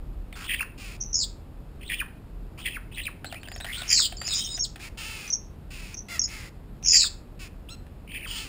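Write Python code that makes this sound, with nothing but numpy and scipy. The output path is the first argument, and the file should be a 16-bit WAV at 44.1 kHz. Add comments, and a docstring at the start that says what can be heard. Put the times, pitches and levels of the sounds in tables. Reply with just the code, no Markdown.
"""Starlings squabble over scraps on a walled patio, near a small camera lying on the paving.
The syrinx gives warbling squawks, low trills, thin whistles and a two-voiced squeal; pulses through
the throat give harsh rasps; bills click. The walls echo it all over a low outdoor rumble.
The camera holds each sample at a low rate, which mirrors every call into a glassy treble."""
import sys
import numpy as np
from scipy import signal
from scipy.fft import rfft, irfft
from scipy.io import wavfile

SR = 44100
rng = np.random.default_rng(int(sys.argv[2]) if len(sys.argv) > 2 else 0)


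def pcm_store(signal):
    """Save signal as 16-bit PCM."""
    levels = np.round(np.clip(np.atleast_2d(signal), -1, 1) * 32767)
    wavfile.write(sys.argv[1], SR, levels.astype(np.int16).T)


N = 373968

# throat response (frequency [Hz], gain [dB])
THROAT = [(400, -20), (750, -9), (1350, -3), (1650, -5), (2200, -2.5), (2600, -4), (3000, -4), (3800, -4.5),
          (5100, 2), (6500, 1.5)]


def squawks(bill_hz=4840, bill_width_hz=190, bill_db=-6.5):
    """Loud falling screeches and piercing pips; the open bill rings with them."""
    # (start [s], length [s], level [dB], crest [0-1], fade [dB], held pitch [Hz], end pitch [Hz],
    #  fall exponent, warble depth [Hz])
    screech_calls = [(1.12, 0.13, -19, 0.16, 11, 5690, 3656, 2.9, 600),
                     (3.869, 0.2, -16.5, 0.38, 12, 5394, 3573, 1.9, 753),
                     (4.585, .07, -21, 0.16, 11.5, 5660, 2910, 5.0, 110),
                     (6.826, 0.25, -11.5, .3, 18, 5763, 3887, 2.0, 660)]
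    # (start [s], length [s], level [dB], start pitch [Hz], end pitch [Hz], warble depth [Hz])
    pip_calls = [(1.003, 0.054, -20.5, 5950, 6140, 330), (1.051, .075, -31.5, 6020, 5950, 150),
                 (4.269, .012, -21, 5390, 5380, 600), (4.336, 0.083, -23.5, 5680, 5800, 600),
                 (4.437, .026, -25, 5800, 5740, 250), (4.566, .007, -23, 5960, 5770, 200),
                 (5.276, .008, -24, 5900, 5970, 100), (5.301, .012, -10, 5985, 5960, 190),
                 (5.324, .04, -15.5, 5610, 6000, 120), (5.942, 0.0097, -23, 5845, 5960, 100),
                 (5.969, .045, -25.5, 5620, 5990, 140), (6.193, 0.0074, -5.5, 5670, 5780, 100),
                 (6.215, .01, -16, 5480, 5280, 100), (6.236, 0.029, -22.5, 4800, 5780, 100)]
    screeches = [screech(*row) for row in screech_calls]
    pips = [note(*glide, 0, depth_hz, crest=.18, edge_db=8) for *glide, depth_hz in pip_calls]
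    voice = syrinx(screeches + pips, warble_hz=83.84, jitter=.13, swing_db=-.5, flutter_db=2.5,
                   overtone_db=-31, hiss_db=-30.5)
    return voice + gain_of(bill_db) * resonate(voice, bill_hz, bill_width_hz)


def screech(start_s, length_s, db, crest, fade_db, held_hz, end_hz, fall_power, depth_hz):
    """Syrinx phrase: drops onto a high pitch, swells, then falls as the warble widens."""
    u = progress()
    scoop_hz = 1.3 * depth_hz * np.exp(-u * length_s / .018)
    hz = held_hz + scoop_hz + (end_hz - held_hz) * u ** fall_power
    effort_db = swell(u, crest, rise_db=14, fade_db=fade_db, curve=1.9)
    widening = 1 + .55 * (u - .5)
    return np.c_[start_s + u * length_s, hz, db + effort_db, depth_hz * widening]


def trills(lower_db=-8.5, undertone_hz=2215, edge_s=.02):
    """Ragged chatter: the syrinx's two sides sing out of step; an undertone joins each burst."""
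    # (burst start [s], burst length [s], lead-in [s], burst level [dB], lead-in top [Hz], rebound [Hz])
    trill_calls = [(0.497, .046, .11, -30.5, 3250, 3530), (1.903, 0.033, 0.095, -33.5, 3610, 3295),
                   (2.659, 0.021, 0.084, -32.5, 3433, 2994), (2.977, 0.024, .064, -37.5, 3764, 3910),
                   (3.911, 0.025, .08, -33.5, 2766, 2745), (6.938, 0.023, 0.093, -34, 3090, 2800),
                   (8.149, 0.019, 0.074, -39.5, 2780, 2514)]
    # closing downsweep of each trill (time [s], level [dB])
    sweeps = [(.595, -29.5), (2.007, -26.5), (2.759, -32), (3.072, -33), (3.986, -30.5), (7.034, -33),
              (8.25, -36)]
    phrases = [trill(*row, *sweep, edge_s) for row, sweep in zip(trill_calls, sweeps)]
    bursts = [note(start_s - edge_s / 2, length_s + edge_s, db + 2, undertone_hz, undertone_hz,
                   arch_hz=0, depth_hz=400, crest=.5, edge_db=6)
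              for start_s, length_s, _, db, _, _ in trill_calls]
    upper = syrinx(phrases, warble_hz=76.3, jitter=.2, swing_db=-1, flutter_db=3.5,
                   overtone_db=-26.5, hiss_db=-13)
    lower = syrinx(phrases, warble_hz=92.1, jitter=.3, swing_db=-3, flutter_db=7,
                   overtone_db=-9.5, hiss_db=-19, pitch_ratio=.76)
    undertone = syrinx(bursts, warble_hz=105, jitter=.22, swing_db=4.5, flutter_db=3.5,
                       overtone_db=-25.5, hiss_db=-17.5)
    return upper + gain_of(lower_db) * lower + undertone


def trill(burst_s, length_s, lead_s, burst_db, lead_hz, rebound_hz, sweep_s, sweep_db, edge_s):
    """Syrinx phrase: soft climb, loud burst, soft rebound, downsweep."""
    start_hz, burst_hz, sweep_hz, end_hz = 2481, 2750, 2532, 795
    start_db, lead_db, rebound_db = -49, -44.5, -43
    soft_depth_hz, burst_depth_hz, sweep_depth_hz = 405, 504, 150
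    fall_s, fade_db = .025, 20
    calm_s = burst_s + length_s + edge_s
    return sorted([(burst_s - lead_s, start_hz, start_db, soft_depth_hz),
                   (burst_s - edge_s, lead_hz, lead_db, soft_depth_hz),
                   (burst_s, burst_hz, burst_db, burst_depth_hz),
                   (burst_s + length_s, burst_hz, burst_db, burst_depth_hz),
                   (calm_s, (burst_hz + rebound_hz) / 2, rebound_db, soft_depth_hz),
                   ((calm_s + sweep_s) / 2, rebound_hz, rebound_db, soft_depth_hz),
                   (sweep_s, sweep_hz, sweep_db, sweep_depth_hz),
                   (sweep_s + fall_s / 2, np.sqrt(sweep_hz * end_hz), sweep_db - .29 * fade_db, 0),
                   (sweep_s + fall_s, end_hz, sweep_db - fade_db, 0)])


def whistles():
    """Thin, breathy twitters from the syrinx."""
    # (start [s], length [s], level [dB], start pitch [Hz], end pitch [Hz], arch [Hz], warble depth [Hz])
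    twitters = [(0.332, 0.04, -51.5, 3590, 2440, 450, 30), (0.605, 0.029, -28, 2234, 1000, 1100, 36),
                (3.257, 0.037, -42, 4030, 4320, 0, 200), (3.296, 0.027, -45.5, 3370, 2800, 200, 170),
                (3.332, 0.058, -44.5, 1730, 2600, 196, 220), (3.396, 0.034, -58, 4520, 5100, -400, 40),
                (3.439, 0.03, -46.5, 2800, 2460, 503, 70), (3.482, 0.034, -50, 4400, 5150, 198, 20),
                (3.519, 0.038, -41.5, 4270, 5430, 300, 20), (3.561, 0.037, -44.5, 4120, 6020, 8, 10),
                (3.605, 0.039, -41, 3370, 3600, 581, 36), (3.662, .062, -35.5, 1744, 2225, -47, 170),
                (3.722, 0.054, -34.5, 3110, 3430, 4, 260), (3.769, 0.055, -35.5, 4000, 3210, 448.5, 390),
                (3.771, 0.065, -43.5, 1386, 1388, 119, 44), (4.275, 0.047, -34, 4590, 4100, 0, 380),
                (4.371, 0.11, -38, 3245, 3100, 2, 140), (7.686, 0.014, -42, 2420, 3870, 200, 10),
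                (7.702, 0.039, -47, 3950, 4060, 84, 15), (8.256, 0.15, -38, 3130, 3206, 3.5, 190),
                (8.271, 0.14, -42, 4700, 4550, 352.5, 350)]
    phrases = [note(*row, crest=.49, edge_db=3) for row in twitters]
    return syrinx(phrases, warble_hz=88.6, jitter=.6, swing_db=4.5, flutter_db=4,
                  overtone_db=-22, hiss_db=-9.5)


def note(start_s, length_s, db, from_hz, to_hz, arch_hz, depth_hz, crest, edge_db):
    """Syrinx phrase: an arched glide that swells and fades."""
    u = progress()
    hz = from_hz + (to_hz - from_hz) * u + arch_hz * np.sin(np.pi * u)
    effort_db = swell(u, crest, edge_db, edge_db)
    return np.c_[start_s + u * length_s, hz, db + effort_db, np.full_like(u, depth_hz)]


def squeal():
    """One long squeal in two voices, one from each side of the syrinx."""
    # upper and lower voice (time [s], pitch [Hz], level [dB])
    high = [(4.167, 5343, -41.5), (4.185, 4520, -45.5), (4.285, 5074, -34), (4.399, 5010, -32),
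            (4.425, 5220, -53), (4.443, 5280, -46.5), (4.553, 5100, -35.5), (4.585, 5170, -49)]
    low = [(4.315, 3850, -51), (4.321, 3808, -34), (4.349, 3710, -38.5), (4.527, 3750, -43.5),
           (4.557, 3928, -46), (4.585, 3314, -52)]
    phrases = [held_note(high, gain_db=4, depth_hz=70), held_note(low, gain_db=5, depth_hz=260)]
    return syrinx(phrases, warble_hz=46.84, jitter=.9, swing_db=-1, flutter_db=4,
                  overtone_db=-22, hiss_db=-11)


def held_note(contour, gain_db, depth_hz):
    """Syrinx phrase: wavers more the harder it is pushed."""
    time_s, hz, db = np.transpose(contour)
    return np.c_[time_s, hz, db + gain_db, depth_hz * gain_of(db - db.max())]


def syrinx(phrases, warble_hz, jitter, swing_db, flutter_db, overtone_db, hiss_db, pitch_ratio=1):
    """Warbling tone plus breath. Phrase rows: (time [s], pitch [Hz], level [dB], warble depth [Hz])."""
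    out = np.zeros(N)
    for rows in phrases:
        t, gate, hz, db, depth_hz = controls(rows)
        rate_hz = warble_hz * (1 + .016 * wobble(t, 40))
        swing = -np.cos(2 * np.pi * np.cumsum(rate_hz) / SR)
        drift = .012 * wobble(t, 41)
        warble = depth_hz / hz * (swing + jitter * wobble(t, 900))
        phase = 2 * np.pi * np.cumsum(pitch_ratio * hz * np.exp(drift + warble)) / SR
        # level drops by swing_db per kHz of upward swing
        pressure = gain_of(flutter_db * wobble(t, 150) - swing_db * swing * depth_hz / 1000)
        tone = unit_rms((np.sin(phase) + gain_of(overtone_db) * np.sin(2 * phase)) * pressure)
        hiss = gain_of(hiss_db) * unit_rms(colour(rng.standard_normal(len(t)), THROAT))
        add(out, t[0], gate * gain_of(db) * (tone + hiss))
    return out


def rasps(jitter=.08, throat_width_hz=450, throat_db=8, harmonics=23):
    """Uneven pulses and puffs of air pass a throat whose resonance moves with the bill."""
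    # (start [s], length [s], level [dB], crest [0-1], drop at ends [dB], start rate [Hz], end rate [Hz],
    #  roughness [0-1], throat resonance [Hz])
    rasp_calls = [(0.353, 0.12, -45, 0.74, 3.5, 486, 409, 0.94, 1430),
                  (0.776, .193, -47, 0.23, 5, 433, 316, 0.36, 2500),
                  (2.577, 0.052, -50.5, 0.37, 4.5, 338, 355, 0.65, 900),
                  (3.651, 0.28, -45, 1, 9, 432, 399, 0.68, 2170),
                  (4.226, 0.18, -46, 0.75, 2.5, 426, 433, .72, 2650),
                  (4.792, 0.098, -43.5, 0.63, 9.5, 421.6, 463, 0.41, 2400),
                  (4.972, .33, -40.5, 0.06, 6, 453.2, 427.3, .36, 2650),
                  (5.703, .252, -47.5, 0.06, 5, 393.4, 274.3, .4, 2550),
                  (6.083, .107, -38.5, 0.57, 7.5, 735, 657, 0.29, 2000),
                  (6.276, 0.22, -43.5, 0.24, 10.5, 463.4, 368.6, 0.4, 2100),
                  (7.39, 0.091, -46.5, 0.28, 7, 391.5, 328.5, .24, 2520),
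                  (7.69, 0.065, -47.5, 0.52, 9.5, 1321, 1393, 0.14, 3670),
                  (8.277, 0.21, -40.5, .48, 9, 483, 410.4, 0.33, 2900)]
    out = np.zeros(N)
    for row in rasp_calls:
        t, gate, hz, db, rough, throat_hz = controls(rasp(*row))
        rough = np.clip(rough, 0, 1)
        waver = .06 * wobble(t, 45) + jitter * wobble(t, 300)
        cycles = np.cumsum(hz * (1 + rough * waver)) / SR
        pulses = sum(np.cos(2 * np.pi * k * cycles) * (k * hz < 8000) for k in range(1, harmonics + 1))
        puffs = np.exp(-(cycles % 1)) * wobble(t, 10000)
        flutter = gain_of(2 * rough * wobble(t, 250))
        drive = ((1 - rough) * unit_rms(pulses) + rough * unit_rms(puffs)) * flutter
        voice = colour(drive + gain_of(throat_db) * resonate(drive, throat_hz, throat_width_hz), THROAT)
        add(out, t[0], gate * gain_of(db + 5) * unit_rms(voice))
    return out


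def rasp(start_s, length_s, db, crest, drop_db, from_hz, to_hz, rough, throat_hz):
    """Rasp phrase: as effort drops, the pulses slow and roughen."""
    rate_per_db, rough_per_db = .009, .025
    u = progress()
    effort_db = swell(u, crest, drop_db, drop_db, curve=2.2)
    rate_hz = (from_hz + (to_hz - from_hz) * u) * (1 + rate_per_db * effort_db)
    resonance_hz = throat_hz * (1 + .15 * (.5 - u))  # sinks as the bill closes
    roughness = rough - rough_per_db * effort_db
    return np.c_[start_s + u * length_s, rate_hz, db + effort_db, roughness, resonance_hz]


def bill_clicks(decay_s=.0037, ring_width_hz=350, ring_db=9, scrape_db=-24, scrape_decay_s=.02):
    """A bill snaps or pecks: a brief crack and a hollow ring, then feet scuff the paving with a faint grainy
    scrape."""
    # (time [s], level [dB], ring [Hz])
    snaps = [(0.326, -32, 1940), (3.245, -25, 1390), (3.325, -24, 1330), (3.432, -28, 1374),
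             (3.474, -28.5, 1710), (3.517, -26.5, 1747), (3.561, -26.5, 1700), (3.602, -26.5, 1620),
             (3.645, -22, 1447), (3.818, -26.5, 1300), (4.123, -29, 1550), (4.216, -23, 1430),
             (4.278, -24.5, 2020), (4.576, -31, 1560), (4.759, -29, 1800), (6.827, -36.5, 2600),
             (7.866, -44.5, 1600)]
    # bill response (frequency [Hz], gain [dB])
    bill = [(200, -42), (450, -11.5), (700, 6.5), (1000, -8.5), (1800, -4), (3200, 0), (6000, -12.5)]
    out, t = np.zeros(N), np.arange(SR // 10) / SR
    for start_s, db, ring_hz in snaps:
        scrape = gain_of(scrape_db + 11 * wobble(t, 200)) * np.exp(-t / scrape_decay_s)
        crack = rng.standard_normal(len(t)) * (np.exp(-t / decay_s) + scrape)
        snap = colour(crack + gain_of(ring_db) * resonate(crack, ring_hz, ring_width_hz), bill)
        add(out, start_s, gain_of(db + 1.5) * snap / abs(snap).max())
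    return out


def patio(x, echo_db, tail_db, onset_s=.0043):
    """Near walls return single echoes; the yard adds a short diffuse tail."""
    # wall echoes (delay [s], gain [ratio])
    walls = [(.0021, 0.088), (.0054, 0.24), (.0093, -.17), (0.0136, .12)]
    # yard decay (frequency [Hz], T60 [s])
    yard = [(1500, 0.4), (3000, 0.32), (6000, 0.27)]
    hz, t, spectra = signal.stft(rng.standard_normal(SR // 2), SR, nperseg=256)
    decay = gain_of(-60 * t / at_hz(yard, hz)[:, None])
    tail = signal.istft(spectra * decay * np.minimum(t / onset_s, 1), SR, nperseg=256)[1]
    response = gain_of(tail_db) * tail / np.linalg.norm(tail)
    response[0] += 1  # direct sound
    for delay_s, gain in walls:
        add(response, delay_s, np.array([gain * gain_of(echo_db)]))
    return signal.oaconvolve(x, response)[:N]


def background(air_db=-43.5, rumble_db=2):
    """Distant outdoor noise and a deep rumble that swells and fades."""
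    # noise spectra (frequency [Hz], relative density [dB])
    air = [(15, -16.5), (65, 1.5), (100, -2), (310, -12), (500, -18.5), (1300, -28.5), (2200, -36),
           (6500, -42.5)]
    rumble = [(15, -21.5), (28, -10.5), (38, 0), (45, -1.5), (54, -14), (120, -29), (300, -69)]
    # rumble envelope (time [s], level [dB])
    envelope = [(.1, -34.5), (.4, -42.5), (1, -43.5), (2.5, -43), (3.1, -47.5), (8.48, -44.5)]
    swell_db = np.interp(np.arange(N) / SR, *np.transpose(envelope))
    return gain_of(air_db) * noise(air) + gain_of(rumble_db + swell_db) * noise(rumble)


def progress(count=65):
    """Even steps from a call's start (0) to its end (1)."""
    return np.linspace(0, 1, count)


def swell(u, crest, rise_db, fade_db, curve=1.4):
    """Effort [dB] over progress u: up to 0 at the crest, then away."""
    crest = np.clip(crest, .01, .99)
    before = np.maximum(1 - u / crest, 0)
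    after = np.maximum((u - crest) / (1 - crest), 0)
    return -rise_db * before ** curve - fade_db * after ** curve


def controls(rows, edge_s=.0023, shortest_s=.0033):
    """Time, a soft gate and each column of a phrase, per sample."""
    time_s, *columns = np.transpose(rows)
    t = np.arange(time_s[0], max(time_s[-1], time_s[0] + shortest_s), 1 / SR)
    gate = np.clip(np.minimum(t - t[0], t[-1] - t) / edge_s, 0, 1)
    return (t, gate, *(np.interp(t, time_s, column) for column in columns))


def gain_of(db):
    return 10 ** (np.asarray(db) / 20)


def unit_rms(x):
    return x / np.sqrt(np.mean(x ** 2) + 1e-20)


def at_hz(points, hz):
    """Interpolates on a log-frequency axis."""
    point_hz, value = np.transpose(points)
    return np.interp(np.log(hz + 1), np.log(point_hz + 1), value)


def add(mix, start_s, sound):
    """Mixes a sound in place."""
    part = mix[max(round(start_s * SR), 0):][:len(sound)]
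    part += sound[:len(part)]


def colour(x, points, size=4096):
    """Causal filter with the given spectrum."""
    log_gain = np.log(gain_of(at_hz(points, abs(np.fft.fftfreq(size, 1 / SR)))))
    taps = np.fft.ifft(np.exp(signal.hilbert(log_gain).conj())).real[:size // 2]
    return signal.oaconvolve(x, taps)[:len(x)]


def resonate(x, hz, width_hz):
    """Unity-gain resonance; hz may be a curve."""
    carrier = np.exp(2j * np.pi * np.cumsum(hz * np.ones(len(x))) / SR)
    pole = np.exp(-np.pi * width_hz / SR)
    return 2 * (carrier * signal.lfilter([1 - pole], [1, -pole], x / carrier)).real


def noise(points):
    """Steady noise with the given spectrum, rms 1."""
    shape = gain_of(at_hz(points, np.fft.rfftfreq(N, 1 / SR)))
    return unit_rms(irfft(rfft(rng.standard_normal(N)) * shape, N))


def wobble(t, hz):
    """Random motion rolling off above hz, rms 1."""
    lowpass = np.exp(-(np.fft.rfftfreq(len(t), 1 / SR) / hz) ** 2)
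    return unit_rms(irfft(rfft(rng.standard_normal(len(t))) * lowpass, len(t)))


def scene():
    """Voices and bills on the patio, over the outdoor background."""
    mono = patio(squawks(), echo_db=3.5, tail_db=-12)
    mono += patio(trills() + whistles() + squeal(), echo_db=-2, tail_db=-11)
    mono += patio(rasps() + bill_clicks(), echo_db=-8.5, tail_db=-13.5)
    mono += background()
    return np.array([mono, mono])


def record(dry, case_hz=2570, case_width_hz=170, case_db=-4, cutoff_hz=15650):
    """The camera's case rings; a 12 kHz sample-and-hold mirrors the sound about 6 kHz."""
    # microphone response (frequency [Hz], gain [dB])
    microphone = [(2400, -1.5), (2950, -1), (4900, -1.5), (5500, -4), (6000, -13), (6400, -19.5),
                  (7000, -43), (9000, -79)]
    case_ring = gain_of(case_db) * resonate(dry[0], case_hz, case_width_hz)
    heard = colour(dry[0] + case_ring, microphone)
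    heard_48k = signal.resample_poly(heard, 160, 147)
    held_48k = np.repeat(heard_48k[::4], 4)
    held = signal.resample_poly(held_48k, 147, 160)[:N]
    lowpass = signal.firwin(255, cutoff_hz, window=("kaiser", 9), fs=SR)
    out = signal.oaconvolve(held, lowpass, "same")
    return np.array([out, out])


dry = scene()
out = record(dry)
pcm_store(out)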